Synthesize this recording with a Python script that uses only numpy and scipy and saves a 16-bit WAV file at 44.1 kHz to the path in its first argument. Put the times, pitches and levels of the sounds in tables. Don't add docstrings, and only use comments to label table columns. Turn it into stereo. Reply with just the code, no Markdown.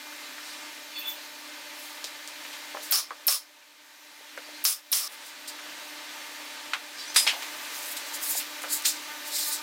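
import sys
import numpy as np
from scipy import signal
from scipy.fft import rfft, irfft, next_fast_len
from scipy.io import wavfile
from scipy.ndimage import uniform_filter1d, map_coordinates

SR = 44100
rng = np.random.default_rng(int(sys.argv[2]) if len(sys.argv) > 2 else 0)


def file_out(sig):
    cols = np.atleast_2d(sig).T
    lim = np.clip(cols, -1, 1)
    pcm = np.round(lim * 32767).astype(np.int16)
    wavfile.write(sys.argv[1], SR, pcm)


def volts_from_decibels(level):
    exponent = np.asarray(level, float) / 20
    return 10 ** exponent


N = 424241
T = np.arange(N) / SR


def unit(x):
    return x / np.sqrt(np.mean(x ** 2) + 1e-20)


def along(points, hz):
    f, v = np.transpose(points)
    return np.interp(np.log(hz + 1), np.log(f + 1), v)


def wobble(rate):
    knots = rng.standard_normal(int(N * rate / SR) + 4)
    return map_coordinates(knots, [T * rate])


def swells(rows):
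    gain = np.zeros(N)
    for s, db, rise, fall in rows:
        distance = np.maximum((s - T) / max(rise, .002), (T - s) / max(fall, .002))
        gain += volts_from_decibels(db - 15 * distance ** 1.3)
    return gain


def filtered(x, response):
    m = next_fast_len(x.shape[-1] + 8192)
    return irfft(rfft(x, m) * response(np.fft.rfftfreq(m, 1 / SR)), m)[..., :x.shape[-1]]


def highpass(hz):
    return lambda f: (1j * f / (1j * f + hz)) ** 2


def resonant(modes):
    def response(f):
        total = 0
        for k, (hz, width, db) in enumerate(modes):
            bandpass = 1j * f * width / (hz * hz - f * f + 1j * f * width)
            total = total + (-1) ** k * volts_from_decibels(db) * bandpass
        return total
    return response


# (frequency [Hz], left-right likeness [0-1])
COHERENCE = [(60, 0.97), (500, 1), (1500, 0.96), (3000, 0.67), (6000, 0.088), (10000, 0.014),
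             (15000, 0.065)]


def pair(response, patchy_db, grit_db=0):
    source = rng.standard_normal((2, N)) * volts_from_decibels(grit_db * rng.standard_normal(N))
    z = signal.stft(source, nperseg=256)[2]
    field = uniform_filter1d(rng.standard_normal(z.shape[1:]), size=4, axis=0)
    field = uniform_filter1d(field, size=12, axis=1)
    noise = signal.istft(z * volts_from_decibels(patchy_db * unit(field)), nperseg=256)[1][:, :N]

    def mid_side(f):
        angle = np.arccos(np.clip(along(COHERENCE, f), -1, 1)) / 2
        return response(f) * np.array([np.cos(angle), np.sin(angle)])
    mid, side = filtered(noise, mid_side)
    return unit(np.array([mid + side, mid - side]))


def tones(orders, flutter_db, rate):
    hum_hz, total = 299.7, np.zeros(N)
    for k, db in orders:
        level = volts_from_decibels(db + flutter_db * wobble(rate))
        total += level * np.sin(2 * np.pi * (k * hum_hz * T + rng.random()))
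    return unit(total)


# (time [s], depth [dB], return time [s])
DUCKS = [
    (2.925, 6.5, 1.2),
    (3.285, 12, 1.35),
    (4.655, 8.5, 1.7),
    (4.81, 11, 0.19),
    (4.93, 7, 1.2),
    (5.078, 5, 0.43),
    (6.74, 1, 0.34),
]
DIVE_S = 0.047


def ducking():
    gain_db = np.zeros(N)
    for s, depth_db, back_s in DUCKS:
        recovery = np.minimum(((T - s) / back_s) ** 2 - 1, 0)
        gain_db = np.where(T >= s, depth_db * recovery, gain_db)
    return uniform_filter1d(gain_db, size=round(DIVE_S * SR))


# (start [s], hum level [dB], rush level [dB], hiss level [dB])
DRONE = [(0, -54, -45.5, -48.5), (.14, -55.5, -44.5, -50), (5.078, -56, -43, -49.5),
         (7.15, -56.5, -40.5, -44), (8.36, -53.5, -41.5, -45)]
# (frequency [Hz], density [dB per Hz])
RUSH = [(24, -86), (40, -43), (146, -21), (229, -19), (294, -7), (386, -14.5), (530, -11), (593, -2),
        (650, -11.5), (955, -4.5), (1090, -9.5), (2110, -3), (2260, -5), (3720, -4.5), (9000, -14),
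        (11700, -20.5), (19800, -120)]
# (frequency [Hz], width [Hz], boost [dB])
DUCTS = [(896, 26, 7.5), (1192, 84, 6.5), (1560, 38, 4.5), (1766, 130, 3), (2600, 95, 2)]
# (frequency [Hz], density [dB per Hz])
HISS = [(3000, -32), (6000, 6.5), (9000, -0.5), (13000, 3), (15000, 3.5), (16000, -8), (16600, -30)]
# (multiple, level [dB])
HUM = [(1, -1.5), (2, -5.5), (3, -16), (5, -7), (7, -3), (8, -2), (11, -25), (13, -4), (14, -5), (15, -4),
       (16, -6), (18, -6)]
# (peak time [s], level [dB], rise [s], fall [s])
BUZZ = [(9.112, -37.5, 0.052, 0.13), (9.48, -42.5, 0.048, .2)]
# (multiple, level [dB])
RATTLE = [(3, -6), (4, 3), (5, 1), (6, 2), (7, -2)]
HUM_DUCKS, HISS_DUCKS = 1.2, 0.81


def drone():
    starts, hum_db, rush_db, hiss_db = np.transpose(DRONE)
    spell = np.clip(np.searchsorted(starts, T, "right") - 1, 0, None)
    duck_db = ducking()
    hum_db = hum_db[spell] + HUM_DUCKS * duck_db
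    rush_db = rush_db[spell] + duck_db
    hiss_db = hiss_db[spell] + HISS_DUCKS * duck_db

    motor = volts_from_decibels(-15 + 3 * wobble(10)) * np.sin(2 * np.pi * 265 * T)
    mains = tones(HUM, flutter_db=2, rate=22)
    hum = volts_from_decibels(hum_db + 5 + .8 * wobble(4)) * (mains + motor)

    def ducted(f):
        boost_db = sum(db / (1 + (2 * (f - hz) / width) ** 2) for hz, width, db in DUCTS)
        return volts_from_decibels(along(RUSH, f) + boost_db)
    rush = volts_from_decibels(rush_db + 2 + .6 * wobble(6)) * pair(ducted, patchy_db=.8)
    hiss = volts_from_decibels(hiss_db + 0.96 * wobble(6.1)) * pair(lambda f: volts_from_decibels(along(HISS, f)), patchy_db=1.5)
    rattle = volts_from_decibels(-2) * swells(BUZZ) * tones(RATTLE, flutter_db=3, rate=14)
    return hum + rush + hiss + rattle


# (frequency [Hz], t60 [s])
ROOM = [(300, 0.17), (2000, 0.11), (6000, 0.21), (14000, 0.077)]


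def workshop(x):
    hz, t, z = signal.stft(rng.standard_normal((2, SR // 2)), SR, nperseg=256)
    decay = volts_from_decibels(-60 * t / along(ROOM, hz)[:, None])
    tail = signal.istft(z * decay, SR, nperseg=256)[1]
    delayed = np.pad(x.mean(0), (200, 0))[None]
    return signal.fftconvolve(delayed, tail / np.linalg.norm(tail[0]), axes=1)[:, :N]


# (start [s], end [s], first pitch [Hz], last pitch [Hz], level [dB])
SQUEALS = [(.24, .3, 3950, 4050, -47), (4.435, 4.47, 4680, 4600, -48), (4.53, 4.59, 4100, 4250, -46),
           (6.98, 7.03, 3900, 4000, -41), (6.98, 7.05, 4600, 4750, -40), (6.985, 7.02, 5300, 5500, -40),
           (6.99, 7.03, 3300, 3400, -44), (7.065, 7.12, 5700, 6300, -41), (7.07, 7.13, 4700, 5200, -45)]


def squeals():
    out = np.zeros(N)
    for start, end, from_hz, to_hz, db in SQUEALS:
        u = np.clip((T - start) / (end - start), 0, 1)
        hz = from_hz + (to_hz - from_hz) * u + 50 * wobble(200)
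        slips = volts_from_decibels(db - 3 + 3.5 * wobble(150)) * np.sin(np.pi * u) ** .5
        out += slips * np.sin(2 * np.pi * np.cumsum(hz) / SR)
    return out


# (peak time [s], level [dB], rise [s], fall [s], brightness [dB])
RUBS = [(.5, -48.5, 0.11, 0.11, -6), (1.8, -53, .06, 0.34, 6), (2.835, -41.5, .02, 0.084, 1),
        (5.13, -53.5, 0.038, 0.046, 8.5), (5.27, -49.5, 0.067, 0.052, 2), (5.48, -37, 0.0039, 0.033, -2),
        (7.0, -48, 0.05, 0.21, -6), (7.75, -45.5, 0.029, 0.12, 2), (7.92, -43.5, 0.17, 0.048, 7),
        (7.968, -37, 0.0048, 0.041, 0), (8.08, -45, 0.043, 0.038, 0), (8.152, -38.5, .03, .04, 2.5),
        (8.238, -34.5, 0.026, 0.052, 6), (8.308, -31, 0.03, 0.033, 8), (8.382, -31, 0.045, 0.043, 3.5),
        (8.735, -25.5, 0.032, 0.053, 1.5), (8.862, -22, 0.013, 0.069, -3), (9.285, -41.5, .04, 0.044, 4),
        (9.33, -32, 0.014, 0.084, -0.5), (9.394, -36.5, .02, 0.062, 5), (9.44, -41.5, .09, .09, -7),
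        (9.486, -34, 0.048, 0.055, 4.5), (9.527, -31, 0.014, 0.055, -1)]
# (frequency [Hz], width [Hz], level [dB])
GRAIN = [
    [(3720, 720, -1), (5140, 1370, 1.5)],
    [(6770, 1100, 0), (8480, 1400, 0)],
    [(10000, 3100, 0), (14900, 2700, 0)],
]
LOW_DB, LOW_GROWS, LOW_DULLS = -49, 0.73, 0.51


def rubbing():
    low, middle, high = [], [], []
    for s, db, rise, fall, bright_db in RUBS:
        low_db = LOW_DB + LOW_GROWS * (db + 50) - LOW_DULLS * bright_db
        low.append((s, low_db, rise / LOW_GROWS, fall / LOW_GROWS))
        middle.append((s, db, rise, fall))
        high.append((s, db + bright_db, rise, fall))
    slide = np.zeros((2, N))
    for strokes, modes in zip((low, middle, high), GRAIN):
        slide += swells(strokes) * pair(resonant(modes), patchy_db=2, grit_db=3)
    return volts_from_decibels(1.3 * wobble(60)) * slide * volts_from_decibels([[.7], [-.7]])


# (peak time [s], level [dB], rise [s], fall [s])
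SQUEAK = [
    [(.97, -37, 0.027, .06), (1.085, -36.5, .06, 0.063)],
    [(.96, -48, .01, .03), (1.025, -47.5, .05, 0.11)],
    [(.962, -39, .015, 0.074)],
    [(.995, -35.5, 0.023, .04), (1.086, -31.5, .02, .055)],
]
# (frequency [Hz], width [Hz], level [dB])
WHISTLE = [(3470, 16, 0), (2690, 100, 4.5), (4390, 27, -4)]
# (frequency [Hz], width [Hz], level [dB])
CHIRP = [(13200, 340, -13), (14300, 1000, 9)]


def squeak():
    whistle = np.zeros(N)
    for rows, mode in zip(SQUEAK, WHISTLE):
        tone = unit(filtered(rng.standard_normal(N), resonant([mode])))
        whistle += swells(rows) * volts_from_decibels(mode[2]) * tone
    chirp = pair(lambda f: resonant(CHIRP)(f) ** 1.2, patchy_db=2.5)
    return whistle + swells(SQUEAK[-1]) * chirp


# (frequency [Hz], width [Hz], level [dB])
CLATTER = [(2080, 200, -11), (3580, 130, -5), (4870, 40, -3), (4980, 25, 6), (7480, 120, -9),
           (7990, 80, -8), (9080, 90, -4), (9280, 90, -3), (9550, 60, -8)]
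DROP_S, DROP_DB, DROP_T60 = 7.161, -20, 0.12


def dropped_tool():
    decay_db = -60 * ((T - DROP_S) / DROP_T60) ** 2 + 1.2 * wobble(150)
    hits = rng.standard_normal((2, N)) + rng.standard_normal(N)
    ring = filtered((T >= DROP_S) * volts_from_decibels(decay_db) * hits, resonant(CLATTER))
    return volts_from_decibels(DROP_DB + 12.0) * ring / np.abs(ring).max()


# (time [s], blow peak [dB], ring [Hz], t60 [s])
KNOCKS = [(.07, -33.5, 1110, 0.1), (.125, -32, 1590, .08), (.382, -30.5, 1560, 0.12),
          (.481, -34, 970, 0.066), (2.044, -34, 580, .06), (2.45, -29, 2070, .12), (2.53, -28.5, 3580, 0.2),
          (2.7465, -29, 560, 0.23), (2.7495, -25.5, 890, 0.073), (2.771, -25.5, 1210, .05),
          (3.1071, -24.5, 1190, 0.1), (3.1075, -36, 537, .16), (3.626, -44, 2100, .05),
          (4.208, -44, 500, .05), (4.3758, -27.5, 1520, 0.067), (4.376, -32.5, 527, 0.11),
          (4.3755, -34, 4500, .05), (4.489, -39, 510, 0.032), (5.476, -32, 7000, 0.065),
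          (5.59, -29, 1630, 0.074), (6.735, -13, 2440, 0.091), (6.734, -19.5, 1260, 0.15),
          (7.274, -16.5, 3750, 0.18), (7.274, -27, 7450, .087), (8.352, -29.5, 650, 0.088),
          (8.638, -23, 1300, 0.15), (8.639, -31.5, 567, 0.17), (8.852, -20, 1970, .1)]
# (time [s], blow peak [dB], ring [Hz], t60 [s])
TICKS = [(2.0428, -15, 4500, .18), (2.276, -20.5, 5450, 0.14), (6.734, -37, 8950, .04),
         (8.6205, -17.5, 9000, .03), (8.823, -17, 10000, .04)]
# (time [s], blow peak [dB], ring [Hz], width [Hz], t60 [s])
SCUFFS = [(7.144, -26.5, 5000, 9800, .33), (7.1605, -13, 4400, 5200, .24), (7.16, -21, 1450, 1400, 0.12),
          (7.1605, -13.5, 9200, 4400, 0.31), (7.267, -14.5, 2850, 2200, 0.22),
          (7.292, -20, 2560, 2700, 0.13), (7.266, -26.5, 860, 710, 0.13), (7.274, -23.5, 5230, 150, 0.13),
          (7.42, -30, 1990, 4200, 0.23), (7.33, -33.5, 770, 500, 0.29), (7.165, -21.5, 4985, 60, .3),
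          (1.1, -34, 6600, 1800, 0.045), (8.4, -31, 2500, 4600, .25), (7.968, -29, 3400, 2500, 0.074),
          (8.63, -26, 8000, 9800, .036), (8.852, -16, 4300, 3700, 0.15)]
KNOCK_DB, TICK_DB, SCUFF_DB = -10, -18, -3.5
WIDTH_HZ, WIDENS = 710, 1.27


def contacts():
    rows = []
    for table, chatter_db in ((KNOCKS, KNOCK_DB), (TICKS, TICK_DB)):
        for s, db, hz, t60 in table:
            rows.append((s, db, hz, WIDTH_HZ * (hz / 1000) ** WIDENS, chatter_db, t60))
    for s, db, hz, width_hz, t60 in SCUFFS:
        rows.append((s, db, hz, width_hz, SCUFF_DB, t60))
    return rows


def sticks():
    out, t = np.zeros((2, N + SR)), np.arange(SR // 3) / SR
    for s, db, hz, width_hz, chatter_db, t60 in contacts():
        piece = lambda f: resonant([(hz, width_hz, 0)])(f) ** 2
        grit = volts_from_decibels(5 * rng.standard_normal(len(t))) * rng.standard_normal((2, len(t)))
        blow, mid, side = filtered(np.array([t == 0, *grit]), piece)
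        side *= np.clip(hz / 9000, 0, 1)
        chatter = unit(np.array([mid + side, mid - side])) * np.minimum(t / 0.0014, 1)
        chatter *= volts_from_decibels(chatter_db - 60 * t / np.clip(t60, .01, 1))
        out[:, round(s * SR):][:, :len(t)] += volts_from_decibels(db) * (blow / np.abs(blow).max() + chatter)
    return (out[:, :N] + dropped_tool()) * volts_from_decibels([[.6], [-.6]])


# (time [s], hiss level [dB])
VALVES = [
    (2.909, -19),
    (3.268, -18.5),
    (4.640, -22),
    (4.917, -22),
]
# (frequency [Hz], density [dB per Hz])
VALVE = [(880, -61), (1500, -27), (2100, -35), (3920, -18), (7320, -24), (11900, -4), (16000, -8.5)]
# (time [s], peak level [dB])
DRIVER = [
    (2.9232, -5),
    (2.9575, -8),
    (3.2805, -6.5),
    (3.3256, -10),
    (4.6518, -5),
    (4.9278, -6),
]
# (strike [s], body ring [dB], exhaust level [dB], exhaust open [s], thud in the house [dB])
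BLAST = [
    (2.924, -30, -25.5, 0.065, -30.5),
    (3.281, -20.5, -29.5, 0.073, -29.5),
    (4.651, -17.5, -35, .078, -37.5),
    (4.928, -20, -34, .3, -38.5),
]
# (frequency [Hz], width [Hz], level [dB])
BODY = [(5430, 110, 2.5), (4660, 1900, -6), (5870, 1170, -3.5)]
# (frequency [Hz], width [Hz], level [dB])
TOP = [(7900, 9500, -5.3), (10530, 880, 2.5), (13500, 2100, -8.5)]
# (frequency [Hz], width [Hz], level [dB])
HOUSE = [(650, 180, -10.5), (1184, 170, 1.5), (1760, 2660, -9.5), (2730, 1100, -8)]
RING_DB_S, THUD_DB_S, JET_DB_S, CLOSE_DB_S = 422, 419.5, 150, 305
JET_DB, JET_HOLD_S, JET_CLOSES = -22, 0.035, .7
HOUSE_DB = -14.5
CUT_S = 5.078


def nailer():
    valve, cracks = np.zeros(N), np.zeros(N)
    body, top, house = np.zeros((3, N))
    for s, db in VALVES:
        valve += (T >= s) * (T < s + .02) * volts_from_decibels(db + 4.5 - 700 * np.abs(T - s - .004))
    for s, db in DRIVER:
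        cracks[round(s * SR)] = volts_from_decibels(db)
    for s, ring_db, exhaust_db, open_s, thud_db in BLAST:
        t = np.maximum(T - s, 0)
        flow = (T >= s) * (T < CUT_S) * volts_from_decibels(-CLOSE_DB_S * np.maximum(t - open_s, 0))
        body += flow * np.hypot(volts_from_decibels(ring_db - RING_DB_S * t), volts_from_decibels(exhaust_db))
        top += flow ** JET_CLOSES * volts_from_decibels(JET_DB - JET_DB_S * np.maximum(t - JET_HOLD_S, 0))
        house += flow * np.hypot(volts_from_decibels(thud_db - THUD_DB_S * t), volts_from_decibels(exhaust_db + HOUSE_DB))
    air = body * pair(resonant(BODY), patchy_db=1.5, grit_db=3.5)
    air += top * pair(resonant(TOP), patchy_db=1.5, grit_db=3)
    air += house * pair(resonant(HOUSE), patchy_db=1.2)
    air = filtered(air, highpass(350))
    crack = filtered(cracks, lambda f: resonant([(4500, 9000, 5)])(f) ** 2)
    hiss = valve * pair(lambda f: volts_from_decibels(along(VALVE, f)), patchy_db=-5.0)
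    return (air + crack + hiss) * volts_from_decibels([[.6], [-.6]])


def scene():
    wood = filtered(sticks(), highpass(200))
    reverberant = volts_from_decibels(-15.0) * workshop(wood)
    return drone() + reverberant + squeals() + rubbing() + squeak() + wood + nailer()


def top_cut(x):
    return signal.sosfilt(signal.butter(12, 16990, fs=SR, output="sos"), x)


def record(dry):
    thin = filtered(dry, lambda f: highpass(110)(f) * np.where(f < 16000, 1, volts_from_decibels(-51)))
    held = thin / (1 + np.abs(thin / .8) ** 4) ** .25
    return top_cut(held)


dry = scene()
out = record(dry)
file_out(out)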